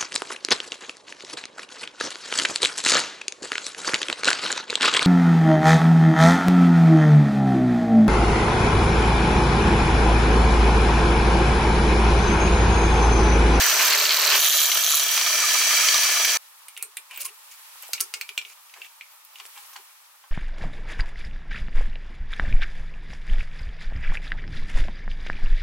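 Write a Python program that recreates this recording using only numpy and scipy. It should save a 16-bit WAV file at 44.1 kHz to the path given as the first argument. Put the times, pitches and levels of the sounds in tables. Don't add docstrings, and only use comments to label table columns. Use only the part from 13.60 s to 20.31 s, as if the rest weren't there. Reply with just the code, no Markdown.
import sys
import numpy as np
from scipy import signal
from scipy.fft import rfft, irfft, next_fast_len
from scipy.io import wavfile
from scipy.ndimage import uniform_filter1d, map_coordinates

SR = 44100
rng = np.random.default_rng(int(sys.argv[2]) if len(sys.argv) > 2 else 0)


def to_wav(sig):
    pcm = np.clip(np.atleast_2d(sig), -1, 1) * 32767
    pcm = np.round(pcm).astype(np.int16)
    wavfile.write(sys.argv[1], SR, pcm.T)


def ratio(d):
    e = np.asarray(d, float) / 20
    return 10 ** e


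N = 295896
TIME = np.arange(N) / SR
SCENE_CHANGE = 2.7723
RUNNING = int(2.8 * SR)
TURNS, FIRST_TURN = 37.93, 0.387
BITE_START, BITE_END = 0.24, 0.73
BREAK_THROUGH, CLEAR = 0.755, 1.707

# (frequency [Hz], level per Hz [dB])
COLUMN_BITING = [(24, -73), (40, -67), (287, -18.5), (413, -10.5), (503, -16), (586, -3), (758, -6.5),
                 (1040, 2), (1500, -1.5), (1950, -7.5), (3300, -120)]
VISE_BITING = [(880, -34), (1500, -5.5), (2730, -1.5), (3630, -5.5), (4310, -3), (5200, -4), (6760, -48),
               (11400, -120)]
BIT_BITING = [(5290, -42), (9000, -24), (9660, -4), (11400, 2), (12800, 0), (13600, 9), (14100, 11),
              (15800, -6.5)]
# (frequency [Hz], level per Hz [dB])
VISE_BACKING = [(880, -34), (1500, -6.5), (1820, -5), (2060, -6.5), (3170, 1.5), (4050, -2.5), (5200, -5),
                (6760, -51), (11400, -120)]
BIT_BACKING = [(5290, -59), (9000, -10.5), (9660, -5.5), (10900, -4.5), (12800, -3.5), (13700, -3),
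               (14300, 2.5), (14900, -0.5), (15800, -26)]
# (frequency [Hz], level per Hz [dB])
COLUMN_FREE = [(24, -81), (40, -80), (319, -16), (355, -20.5), (439, -14.5), (527, -14), (622, -2),
               (770, -7), (1210, 2.5), (1500, -1.5), (1950, -32), (3300, -120)]
VISE_FREE = [(880, -30), (1500, -4), (2330, 1), (2660, 2), (3190, -2), (5200, 0), (6760, -11.5),
             (11400, -120)]
QUILL = [(3060, -55), (5200, -6.5), (5730, 1), (6050, 0), (7090, -2.5), (9000, -9.5), (11700, -18.5),
         (19800, -120)]
BIT_FREE = [(7000, -42), (9300, -3), (12900, -4), (14000, -3), (14500, -1.5), (15800, -6.5)]
# (frequency [Hz], width [Hz], boost [dB])
RESONANCES = [(189.6, 21, 12.5), (418, 13, 16), (461, 14, 16), (603, 350, 2.5), (1302, 49, 6.5),
              (1738, 120, 10.5), (2330, 140, 10), (3087, 104, 8.5), (3285, 88, 10), (3980, 65, 10.5),
              (4180, 75, 2.5), (4570, 220, 10), (5650, 45, 4.5), (5920, 114, 9), (6100, 53, 7.5),
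              (6600, 49, 5), (6440, 40, 2.5), (7640, 100, 2), (7900, 42, 8.5), (8800, 78, 10),
              (10700, 360, 5.5), (11900, 120, 4), (14400, 220, 8)]
# (frequency [Hz], level [dB])
MOTOR = [(199.2, -71), (414.5, -65), (452.2, -75), (625, -60), (683.7, -48)]
# (time [s], loudness [dB])
FEED = [
    (0, -21),
    (.33, -21.5),
    (.72, -21.5),
    (1.04, -20),
    (1.4, -22.5),
    (1.44, -22.5),
    (2.24, -18.5),
    (2.76, -21.5),
]
# (column [dB], vise [dB], quill [dB], bit [dB])
BITING_DB = [-9.5, -4, -4, -4.5]
BACKING_DB = [-14.5, -5.5, -5.5, -4]
FREE_DB = [-14.5, -4, -5.5, -7.5]
# (column [dB], vise [dB], quill [dB], bit [dB])
RUBBING_DB = [-1.4, -0.054, -1.8, 1]
# (time [s], half length [s], column boost [dB], vise boost [dB])
SURGES = [
    (0.022, 0.022, 1, 3),
    (0.14, .04, 2, 1),
    (0.209, 0.016, 6, 3),
    (0.344, 0.042, 5.5, 5),
    (0.504, 0.021, 3, 3.5),
    (0.63, .05, 2.5, 1),
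    (0.726, 0.051, 4, 3.5),
]
# (start [s], end [s], level [dB], lag [s])
RUBS = [
    (0.785, 1.079, -12, .004),
    (1.24, 1.415, -11, .001),
]
# (first pitch [Hz], last pitch [Hz], level [dB])
RUB_VOICES = [
    (6500, 7200, 1.5),
    (3900, 4100, 0),
    (10800, 11300, -4),
]
QUARTERS_DB = [-13, 0, -1, -5]
# (time [s], peak level [dB])
KNOCKS = [(0.3067, -12), (0.3204, -16), (0.3331, -12), (0.3464, -17), (0.3735, -14), (0.386, -11),
          (0.3994, -18), (0.4125, -13), (0.4254, -19), (0.4389, -14), (0.4529, -13), (0.4654, -13),
          (0.4793, -16), (0.4914, -14), (0.5057, -12), (0.5184, -12), (0.5317, -13), (0.5434, -12),
          (0.5574, -18), (0.5696, -11), (0.5834, -18), (0.5965, -10), (0.6094, -15), (0.623, -11),
          (0.6354, -16), (0.6489, -13), (0.6614, -12), (0.6759, -11), (0.6884, -14), (0.7014, -12),
          (0.7144, -14)]
# (time [s], peak level [dB], pitch [Hz])
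SQUEAKS = [(0.7581, -4, 10700), (0.8116, -3, 14400), (0.837, -7, 13900), (0.862, -12, 14400),
           (0.892, -4, 12900), (0.9208, -8, 14400), (1.061, -9, 14400), (1.1214, -5, 14100),
           (1.226, -10, 11100), (1.247, -8, 14400), (1.665, -10, 14360), (2.1635, -8, 14700),
           (2.4319, -7, 14600), (2.6499, -7, 14800)]
# (time [s], peak level [dB], pitch [Hz])
CHIPS = [(0.057, -8.5, 1710), (0.3212, -12, 2380), (0.455, -8, 2800), (0.493, -7, 3200), (0.5072, -4, 3070),
         (.5816, -18, 3060), (.845, -8, 2800), (.9283, -17, 3070), (1.033, -19, 3320), (1.117, -5, 3020),
         (2.6933, -13, 3300), (1.398, -11, 3820), (1.576, -8, 2990), (1.613, -6.5, 3110),
         (1.6633, -6.5, 3200), (2.108, -12, 2330), (2.286, -2.5, 3100), (2.3432, -5, 3870),
         (2.38, -4.5, 4180), (2.432, -5, 3200), (2.4663, -14, 2530), (2.6484, -6, 2330)]
# (time [s], peak level [dB], pitch [Hz])
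THUDS = [
    (1.6652, -24.5, 1244),
    (1.8376, -19, 1207),
    (2.107, -22.5, 1245),
    (2.2358, -21.5, 1275),
    (2.3442, -21, 1205),
]
# (time [s], half length [s], level [dB], pitch [Hz], width [Hz])
DIGS = [
    (.04, .035, -25.5, 1670, 900),
    (.2, 0.026, -26, 2520, 1500),
    (.335, 0.017, -23.5, 2220, 900),
    (.735, 0.035, -24.5, 3020, 900),
    (.96, 0.052, -30, 4070, 500),
    (1.0, .06, -31, 14000, 1200),
    (1.27, 0.043, -35, 14300, 1200),
    (1.34, 0.075, -31, 11000, 1500),
]
# (frequency [Hz], likeness [-1 to 1])
DRILLING_ALIKE = [(60, 0.78), (180, 1.0), (550, 1), (1650, 0.85), (4970, 0.44), (9000, 0.3), (15000, 0.21)]
ROOM_ALIKE = [(60, 1), (240, 1), (950, 0.36), (3770, -0.17), (15000, -0.063)]
# (frequency [Hz], left over right [dB])
LEAN = [(60, -2), (180, 3), (550, 0), (1650, -1.5), (4970, -0.5), (9000, 1), (12000, -3), (15000, -6.5)]

# (frequency [Hz], level [dB], time to fall 60 dB [s])
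CHUCK = [(2310, -2, 0.064), (2436, 3, 0.031), (2870, -4, 0.033), (2833, -0.5, 0.037), (3560, -24, .04)]
JAWS = [(4420, -11, 0.034), (4600, 14, 0.025), (5550, -24, 0.031), (6900, -22, 0.044), (7050, 5, 0.095)]
SHANK = [(9400, 0, 0.044), (11000, -8, .04), (14400, 4, 0.05)]
HEAD = [(850, -9, 0.023), (1108, 7.5, 0.077), (1403, 18, 0.062), (1690, 8, 0.078)]
# (frequency [Hz], level [dB], time to fall 60 dB [s])
LOADED_HEAD = [(800, 3, 0.067), (1050, 10, 0.046), (1590, 6, 0.045), (1960, 2, .03), (2440, -5, .04),
               (3200, 6, 0.039)]
# (time [s], edge level [dB], chuck level [dB], edge pitch [Hz])
BIT_TICKS = [(3.0833, -27, -39.5, 8900), (3.166, -40, -34, 8150), (3.1752, -26, -32.5, 9440),
             (3.2259, -12, -37, 8870), (3.37, -17.5, -30, 8870), (3.51, -34, -37.5, 9870),
             (3.544, -35, -39, 14700), (3.561, -31, -38, 8270), (3.5749, -20, -36, 14900),
             (3.6066, -19, -40, 14500), (3.616, -17.5, -37, 9500), (3.6545, -15, -46, 10600),
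             (3.661, -20, -44, 9400)]
KEY_TICKS = [(4.224, -26.5, -68, 12600), (4.281, -32, -65, 12500), (4.333, -12, -25, 8000),
             (4.379, -52, -35, 12200), (4.3982, -29, -35, 8800), (4.405, -13, -30, 9400),
             (4.4093, -6, -38, 9400), (4.539, -20, -22.5, 8560), (4.5432, -33, -35, 7900),
             (4.6116, -25, -24, 14400), (4.6908, -31.5, -29.5, 11000), (4.7771, -23, -21.5, 7040),
             (4.8145, -39, -34, 8000), (4.8503, -49, -32, 14400), (4.899, -43, -42, 11000)]
TURN_TICKS = [(5.0964, -52, -46, 11100), (5.1394, -43, -38, 8780), (5.217, -52, -38, 14500),
              (5.247, -50, -38, 14000), (5.41, -52, -36, 14100), (5.6496, -36, -82, 13800),
              (5.7566, -45, -43, 14600), (5.785, -44, -48, 8200), (5.7995, -41, -37.5, 7990),
              (5.853, -37, -50, 8500), (5.863, -32, -71, 10700), (5.9772, -45, -40, 11300),
              (6.1335, -39, -51, 11800), (6.1625, -36, -37, 8000)]
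# (bit [dB], key [dB], turning key [dB])
JAW_DB = (-13.5, 0.1, 6)
HEAD_DB = (-28.5, -23.5, -21)
# (bit [dB], key [dB], turning key [dB])
FOCUS_DB = (7, 9, 2)
EDGE_TILT_DB = (7, -17, 1)
# (per dB of edge [dB], per dB of chuck [dB])
JAW_FOLLOWS = (0.8, 0.43)
HEAD_FOLLOWS = (0.65, 0.25)
# (time [s], peak level [dB], pitch [Hz], life [s])
CLINKS = [(3.2259, -8, 11500, .00012), (3.237, -30, 2500, .001), (3.3692, -20, 9500, .0002),
          (4.918, -38, 6500, .0005), (5.233, -36, 2600, .002), (5.265, -38, 2700, .002),
          (5.417, -36, 2600, .0015), (5.464, -44, 2200, .002), (5.786, -40, 3800, .001),
          (5.8633, -36, 5500, .0003), (4.291, -33, 750, .0015), (3.1755, -28, 6000, .0002),
          (4.334, -17, 4600, .002), (4.7774, -9, 2820, .0015), (5.2182, -23, 2700, .002),
          (5.4101, -32, 2400, .002), (4.6122, -20, 2900, .001), (4.2258, -27, 12500, .0005),
          (5.6498, -31, 13500, .0004), (5.7575, -30, 2900, .002), (5.8538, -23, 3200, .0002),
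          (5.8539, -30, 9000, .0002)]
# (time [s], level [dB])
HEAVES = [
    (5.14, -42.5),
    (5.802, -28.5),
    (5.9767, -31.5),
    (6.133, -39),
    (6.1616, -27),
    (6.2947, -42),
    (6.641, -39.5),
]
# (start [s], end [s], first level [dB], last level [dB], edge over chuck [dB])
SLIDES = [(3.202, 3.216, -61, -51, -23), (3.505, 3.603, -45.5, -48, -5.5), (3.598, 3.633, -43, -45, 7),
          (3.641, 3.667, -47, -41, 8), (3.676, 3.7, -44, -48, -3), (3.908, 3.95, -52.5, -57, 6),
          (4.229, 4.272, -43, -61, 1), (4.367, 4.385, -48, -52, -18), (4.852, 4.936, -57, -53, 2),
          (5.145, 5.272, -60, -51.5, -2), (5.744, 5.81, -60, -53, -3), (5.94, 5.973, -68, -44, -12)]
# (time [s], half length [s], level [dB], pitch [Hz], width [Hz])
PUFFS = [
    (3.21, 0.023, -45, 2500, 600),
    (4.355, 0.0064, -36, 2300, 250),
    (4.385, .012, -43, 2480, 500),
    (3.58, .04, -46, 14500, 900),
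    (5.23, .03, -55, 14500, 800),
    (5.53, .04, -55, 14500, 900),
    (5.74, 0.023, -55, 14500, 800),
    (6.11, .03, -53, 14500, 800),
]
# (time [s], half length [s], level [dB], pitch [Hz], width [Hz])
BOOMS = [(3.194, .018, -71, 420, 120), (3.258, 0.034, -61.5, 424, 120), (3.392, .012, -76, 420, 150),
         (3.617, 0.023, -61, 566, 80), (3.62, 0.05, -67, 394, 140), (3.693, 0.0395, -64, 420, 130),
         (3.528, .03, -52, 1040, 150), (3.66, 0.017, -45.5, 1080, 160), (4.352, 0.016, -61, 422, 120),
         (4.437, 0.038, -59, 424, 150), (4.58, 0.038, -63, 420, 140), (4.71, 0.015, -61, 414, 110),
         (4.852, 0.064, -73, 423, 140), (5.2, .04, -68, 447, 250), (5.831, .035, -70, 420, 110),
         (6.199, .025, -68, 380, 150)]

# (frequency [Hz], time to fall 60 dB [s])
SHOP = [(300, 0.21), (2500, 0.14), (9000, 0.13), (15000, 0.08)]
# (frequency [Hz], level per Hz [dB])
HUM = [(24, -79), (40, -49), (107, -27), (145, -57), (180, -31), (230, -48), (409, -27), (609, -14),
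       (681, -17.5), (879, -4), (1150, -3.5), (1270, -4), (1800, -11.5), (2340, -37), (3960, -120)]
AIR = [(1060, -57), (1800, -3), (2070, -5), (2270, -2.5), (7000, -6), (9100, -58), (15400, -120)]
RUSTLE = [(4120, -64), (7000, -10), (7750, -3), (9190, -4), (11700, -1.5), (15800, -6)]
# (time [s], level [dB])
STIR = [
    (2.85, -51),
    (3.35, -55),
    (4.3, -44),
    (4.65, -52),
    (5.7, -54.5),
    (6.0, -45.5),
    (6.35, -54.5),
    (6.7, -58),
]
# (level [dB], gain per dB of glove stir [dB])
ROOM_TONE = [
    (-59.5, 0.46),
    (-56.5, 0.64),
    (-54, 0.76),
]


def unit(x):
    return x / np.sqrt(np.mean(x ** 2) + 1e-20)


def along(points, hz):
    f, v = np.transpose(points)
    return np.interp(np.log(hz + 1), np.log(f + 1), v)


def curves(rows, outside=None):
    s, *columns = np.transpose(rows)
    return [np.interp(TIME, s, column, outside, outside) for column in columns]


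def wobble(rate, size=N):
    knots = rng.standard_normal(int(N * rate / SR) + 4)
    sparse_time = TIME[:size + 8:8]
    return np.interp(TIME[:size], sparse_time, map_coordinates(knots, [sparse_time * rate]))


def span(t, start, end):
    return np.clip(np.minimum(t - start, end - t) / 0.079 + 0.5, 0, 1)


def filtered(x, response):
    m = next_fast_len(x.shape[-1] + 8192)
    shaped = rfft(x, m) * response(np.fft.rfftfreq(m, 1 / SR))
    return irfft(shaped, m)[..., :x.shape[-1]]


def rush(colour_db, alike, grit_db, grit_rate, size=N, snaps=0):
    pair = rng.standard_normal((2, size)) * ratio(grit_db * wobble(grit_rate, size))
    pair[:, rng.integers(0, size, int(size * snaps / SR))] *= 3.5

    def colour(hz):
        turn = np.arccos(np.clip(along(alike, hz), -1, 1)) / 2
        return ratio(colour_db(hz)) * np.array([np.cos(turn), np.sin(turn)])

    mid, side = filtered(pair, colour)
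    return unit(np.array([mid + side, mid - side]))


def add(track, s, sound):
    part = track[..., max(round(s * SR), 0):][..., :sound.shape[-1]]
    part += sound[..., :part.shape[-1]]


def ring(modes, crack, t, detune=0.012):
    hz, db, t60 = np.transpose(modes)[..., None]
    strength = ratio(db + rng.normal(0, 2.5, hz.shape) - 60 * t / t60)
    pitch = hz * rng.normal(1, detune, hz.shape)
    tones = np.sum(strength * np.sin(2 * np.pi * pitch * t), 0)
    f = np.fft.rfftfreq(len(t), 1 / SR)
    band = 1 / (1 + (0.92 * hz.min() / (f + 1)) ** 8 + (f / (1.02 * hz.max())) ** 8)
    noise = irfft(rfft(rng.standard_normal(len(t))) * band, len(t))
    fade = ratio(-60 * t / 0.051) + 3 * ratio(-60 * t / 0.005)
    contact = 1 - np.exp(-t * hz.min() * 2.0)
    x = (tones + crack * fade * unit(noise)) * contact
    return x / np.abs(x).max()


def blip(hz, life, fall):
    t = np.arange(int(6 * life * SR)) / SR
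    phase = 2 * np.pi * hz * (t - fall * t * t / life) + rng.normal(0, 0.16, (2, 1))
    return (1 - np.exp(-9 * t / life)) * np.exp(-t / life) * np.sin(phase)


def machine():
    t = TIME[:RUNNING]

    def part(spectrum, grit_db, rate, ringing):
        def colour(hz):
            boost = sum(db / (1 + (2 * (hz - c) / w) ** 2) for c, w, db in RESONANCES)
            return along(spectrum, hz) + ringing * boost
        return rush(colour, DRILLING_ALIKE, grit_db, rate, RUNNING, snaps=500)

    deep = np.clip((CLEAR - t) / 0.33, 0, 1)
    free = np.clip((t - BREAK_THROUGH) / 0.051, 0, 1)
    held = span(t, BITE_START, BITE_END)
    biting, through = np.sqrt(1 - free), np.sqrt(free)
    inside, outside = np.sqrt(deep), np.sqrt(1 - deep)
    angle = 2 * np.pi * TURNS * (t - FIRST_TURN)
    load = (0.27 + 1.37 * deep) * wobble(24.48, RUNNING) + 0.5 * np.cos(angle + 0.48)
    throb = deep * (1.7 * np.cos(angle + 1.0) + 0.6 * np.cos(2 * angle + 0.99))

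    column = biting * part(COLUMN_BITING, 1.1, 90.8, 0.7)
    column += through * part(COLUMN_FREE, 2.5, 90, 0.53)
    vise = biting * part(VISE_BITING, 0.5, 250, 0.26)
    vise += through * outside * part(VISE_FREE, 0.7, 250, 0.98)
    vise += through * inside * part(VISE_BACKING, 1.9, 250, 0.62)
    quill = np.sqrt(1 - held) * part(QUILL, 0.96, 300, 1.07)
    quill += np.sqrt(held) * part(QUILL, 2.5, 280, 0.21)
    bit = biting * part(BIT_BITING, 2.8, 300, 0.42)
    bit += through * inside * part(BIT_BACKING, 3.1, 300, 0.66)
    bit += outside * part(BIT_FREE, 0.97, 300, 0.98)

    column_db, vise_db, quill_db, bit_db = part_levels(t, free, deep)
    out = ratio(column_db + load) * column + ratio(vise_db + 1.26 + load) * vise
    out += ratio(quill_db + 2.5 + 0.53 * load) * quill
    out += ratio(bit_db - 0.76 + load + throb) * bit
    for hz, db in MOTOR:
        strength = ratio(db - 0.5 + 1.3 * wobble(6.7, RUNNING))
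        out += strength * np.sin(2 * np.pi * hz * t + 0.38 * wobble(4.7, RUNNING))
    return np.pad(out, ((0, 0), (0, N - RUNNING)))


def part_levels(t, free, deep):
    rubbing = sum(span(t, start, end) for start, end, *_ in RUBS)
    stage = np.outer(BITING_DB, 1 - free)
    stage += np.outer(BACKING_DB, free * deep) + np.outer(FREE_DB, free * (1 - deep))
    stage[2] -= 2 * span(t, BITE_START, BITE_END)
    for s, half, *db in SURGES:
        stage[:2] += np.outer(db, np.exp(-((t - s) / half) ** 2))
    stage[2] += rubbing * np.cos(2 * np.pi * (TURNS * (t - FIRST_TURN) - 0.46))
    return curves(FEED)[0][:len(t)] + stage + np.outer(RUBBING_DB, rubbing)


def chatter():
    out = np.zeros((2, N))
    for s, db in KNOCKS:
        for bend_hz in (4180, 4470):
            blow = blip(bend_hz * rng.normal(1, 0.015), life=0.0016, fall=0.02)
            add(out, s + 0.0011, ratio(db) * blow)
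    quarter_rate = 4 * TURNS
    for start, end, db, lag in RUBS:
        first, last = (int((s - FIRST_TURN) * quarter_rate) for s in (start, end))
        for first_hz, last_hz, own_db in RUB_VOICES:
            for k in range(first, last):
                s = FIRST_TURN + k / quarter_rate + lag + rng.normal(0, 0.0006)
                hz = np.interp(s, [start, end], [first_hz, last_hz]) * rng.normal(1, 0.04)
                size_db = np.clip(rng.normal(0, 2), -5, 2)
                level = ratio(db + own_db + QUARTERS_DB[k % 4] + size_db)
                add(out, s, level * blip(hz, life=0.00098, fall=0.0064))
    return out


def swarf():
    out = np.zeros((2, N))
    t = np.arange(SR // 20) / SR
    for s, db, hz in SQUEAKS:
        modes = [(0.79 * hz, -5, 0.025), (0.97 * hz, -2, 0.02), (hz, 0, 0.025), (1.03 * hz, -2, 0.02)]
        add(out, s, ratio(db - 6) * ring(modes, 0.2, t) * np.minimum(t / 0.002, 1))
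    for s, db, hz in CHIPS:
        modes = [(0.7 * hz, -3, 0.03), (hz, 0, 0.035), (1.07 * hz, -3, 0.03),
                 (1.33 * hz, -2, 0.03), (1.45 * hz, -4, 0.03), (2.1 * hz, -6, 0.025)]
        add(out, s, ratio(db - 3.5) * ring(modes, 0.42, t))
    for s, db, hz in THUDS:
        add(out, s, ratio(db + 2.0) * blip(hz, life=0.0089, fall=0.0018))
    return filtered(out, lambda hz: 1 / (1 + (520 / (hz + 1)) ** 8))


def flares(rows):
    out = np.zeros((2, N))
    for s, half, db, hz, width_hz in rows:
        t = np.arange(int(6 * half * SR)) / SR - 3 * half
        colour = lambda f: -40 * np.log10(1 + (2 * (f - hz) / width_hz) ** 2)
        band = rush(colour, DRILLING_ALIKE, 2.2, 205, len(t))
        swell = ratio(db) * np.exp(-(t / half) ** 2) * band
        add(out, s + t[0], swell[:, t + s >= 0])
    return out


def ticks():
    out = np.zeros(N)
    t = np.arange(5120) / SR
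    jaws = [(c, db, 0.6 * t60) for c, db, t60 in JAWS]
    stages = zip((BIT_TICKS, KEY_TICKS, TURN_TICKS), JAW_DB, HEAD_DB, FOCUS_DB, EDGE_TILT_DB)
    for rows, jaw_db, head_db, focus_db, tilt_db in stages:
        for s, edge_db, chuck_db, hz in rows:
            cluster = [(hz, 0.5, 0.051)]
            for c in rng.uniform(7600, 15700, size=44):
                db = tilt_db * np.log2(c / 9000) - focus_db * abs(np.log(c / hz)) / 0.12
                cluster.append((c, db, 0.029))
            contact = (edge_db, chuck_db)
            head_level = ratio(head_db + 2.0 + np.dot(HEAD_FOLLOWS, contact))
            jaw_level = ratio(jaw_db + 8.0 + np.dot(JAW_FOLLOWS, contact))
            add(out, s, head_level * ring(HEAD, 0.85, t, detune=0.039))
            add(out, s, ratio(chuck_db + 5.5) * ring(CHUCK, 1.0, t[:4096], detune=0.024))
            add(out, s, jaw_level * ring(jaws, 2.2, t[:4096], detune=0.067))
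            add(out, s, ratio(edge_db + 0.5) * ring(cluster, 0.92, t[:2048]))
    for s, db, hz, life in CLINKS:
        add(out, s, ratio(db) * blip(hz, life, fall=0.0027)[0])
    rise = 0.005
    for s, db in HEAVES:
        heave = ring(LOADED_HEAD, 2.5, t, detune=0.026)
        add(out, s - rise, ratio(db) * heave * np.minimum(t / rise, 1))
    return signal.sosfilt(signal.butter(6, 340, "high", fs=SR, output="sos"), out)


def slides():
    def scrape(modes, width_hz, alike, grit_db, grit_rate):
        def colour(f):
            peaks = sum(1 / (1 + (2 * (f - c) / width_hz) ** 2) ** 2 for c, _, _ in modes)
            return 10 * np.log10(1e-9 + peaks)
        return rush(colour, alike, grit_db, grit_rate, size=N - RUNNING)

    head = scrape(HEAD, 620, [(1000, 0.97)], 6.0, 41)
    chuck = scrape(CHUCK[:4], 560, [(2000, 0.8)], 2.2, 110)
    bright = scrape(JAWS[1:] + SHANK, 2200, [(9000, 0.5)], 2.5, 250)
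    levels = np.zeros((3, N))
    for start, end, first, last, edge_db in SLIDES:
        stroke = ratio(curves([(start, first), (end, last)], -120)[0])
        balance = ratio([[-6.5 - max(edge_db, 0)], [0], [edge_db]])
        levels += uniform_filter1d(stroke, size=500) * balance
    head_level, chuck_level, bright_level = levels[:, RUNNING:]
    out = ratio(0.5) * head_level * head + ratio(-0.5) * chuck_level * chuck
    out += ratio(0.5) * bright_level * bright
    out = filtered(out, lambda hz: 1 / (1 + (420 / (hz + 1)) ** 8))
    return np.pad(out, ((0, 0), (RUNNING, 0)))


def shop(x):
    hz, t, z = signal.stft(rng.standard_normal((2, SR // 2)), SR, nperseg=256)
    fade = ratio(-60 * t / along(SHOP, hz)[:, None])
    tail = signal.istft(z * fade, SR, nperseg=256)[1]
    tail /= np.linalg.norm(tail[0])
    late = np.pad(x, (60, 0))[None]
    return signal.fftconvolve(late, tail, axes=1)[:, :N]


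def floor():
    stir = curves(STIR)[0] + 55
    out = np.zeros((2, N))
    layers = zip(ROOM_TONE, (HUM, AIR, RUSTLE), (1.2, 0.8, 0.6), (40, 60, 80))
    for (db, gain), spectrum, grit_db, rate in layers:
        noise = rush(lambda hz: along(spectrum, hz), ROOM_ALIKE, grit_db, rate)
        out += ratio(db + gain * stir) * noise
    return out


def scene():
    drilling = machine() + chatter() + swarf() + flares(DIGS)
    drilling = filtered(drilling, lambda hz: ratio(np.outer([0.5, -0.5], along(LEAN, hz))))
    before = np.clip((SCENE_CHANGE - TIME) / 0.0008 + 0.5, 0, 1)
    steel = ticks()
    hands = steel * ratio([[-0.4], [0.4]]) + ratio(-5.0) * shop(steel) + slides()
    return drilling * before + hands + flares(PUFFS + BOOMS) + floor()


def band_limit(x):
    return signal.sosfilt(signal.butter(12, 16480, fs=SR, output="sos"), x)


def record(dry):
    bass = lambda hz: 0.26 + 0.72 / (1 + (130 / (hz + 1)) ** 4)
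    top = lambda hz: np.where(hz < 15850, 1, ratio(-36))
    mix = filtered(dry, lambda hz: bass(hz) * top(hz))
    return band_limit(mix)


dry = scene()
out = record(dry)
to_wav(out)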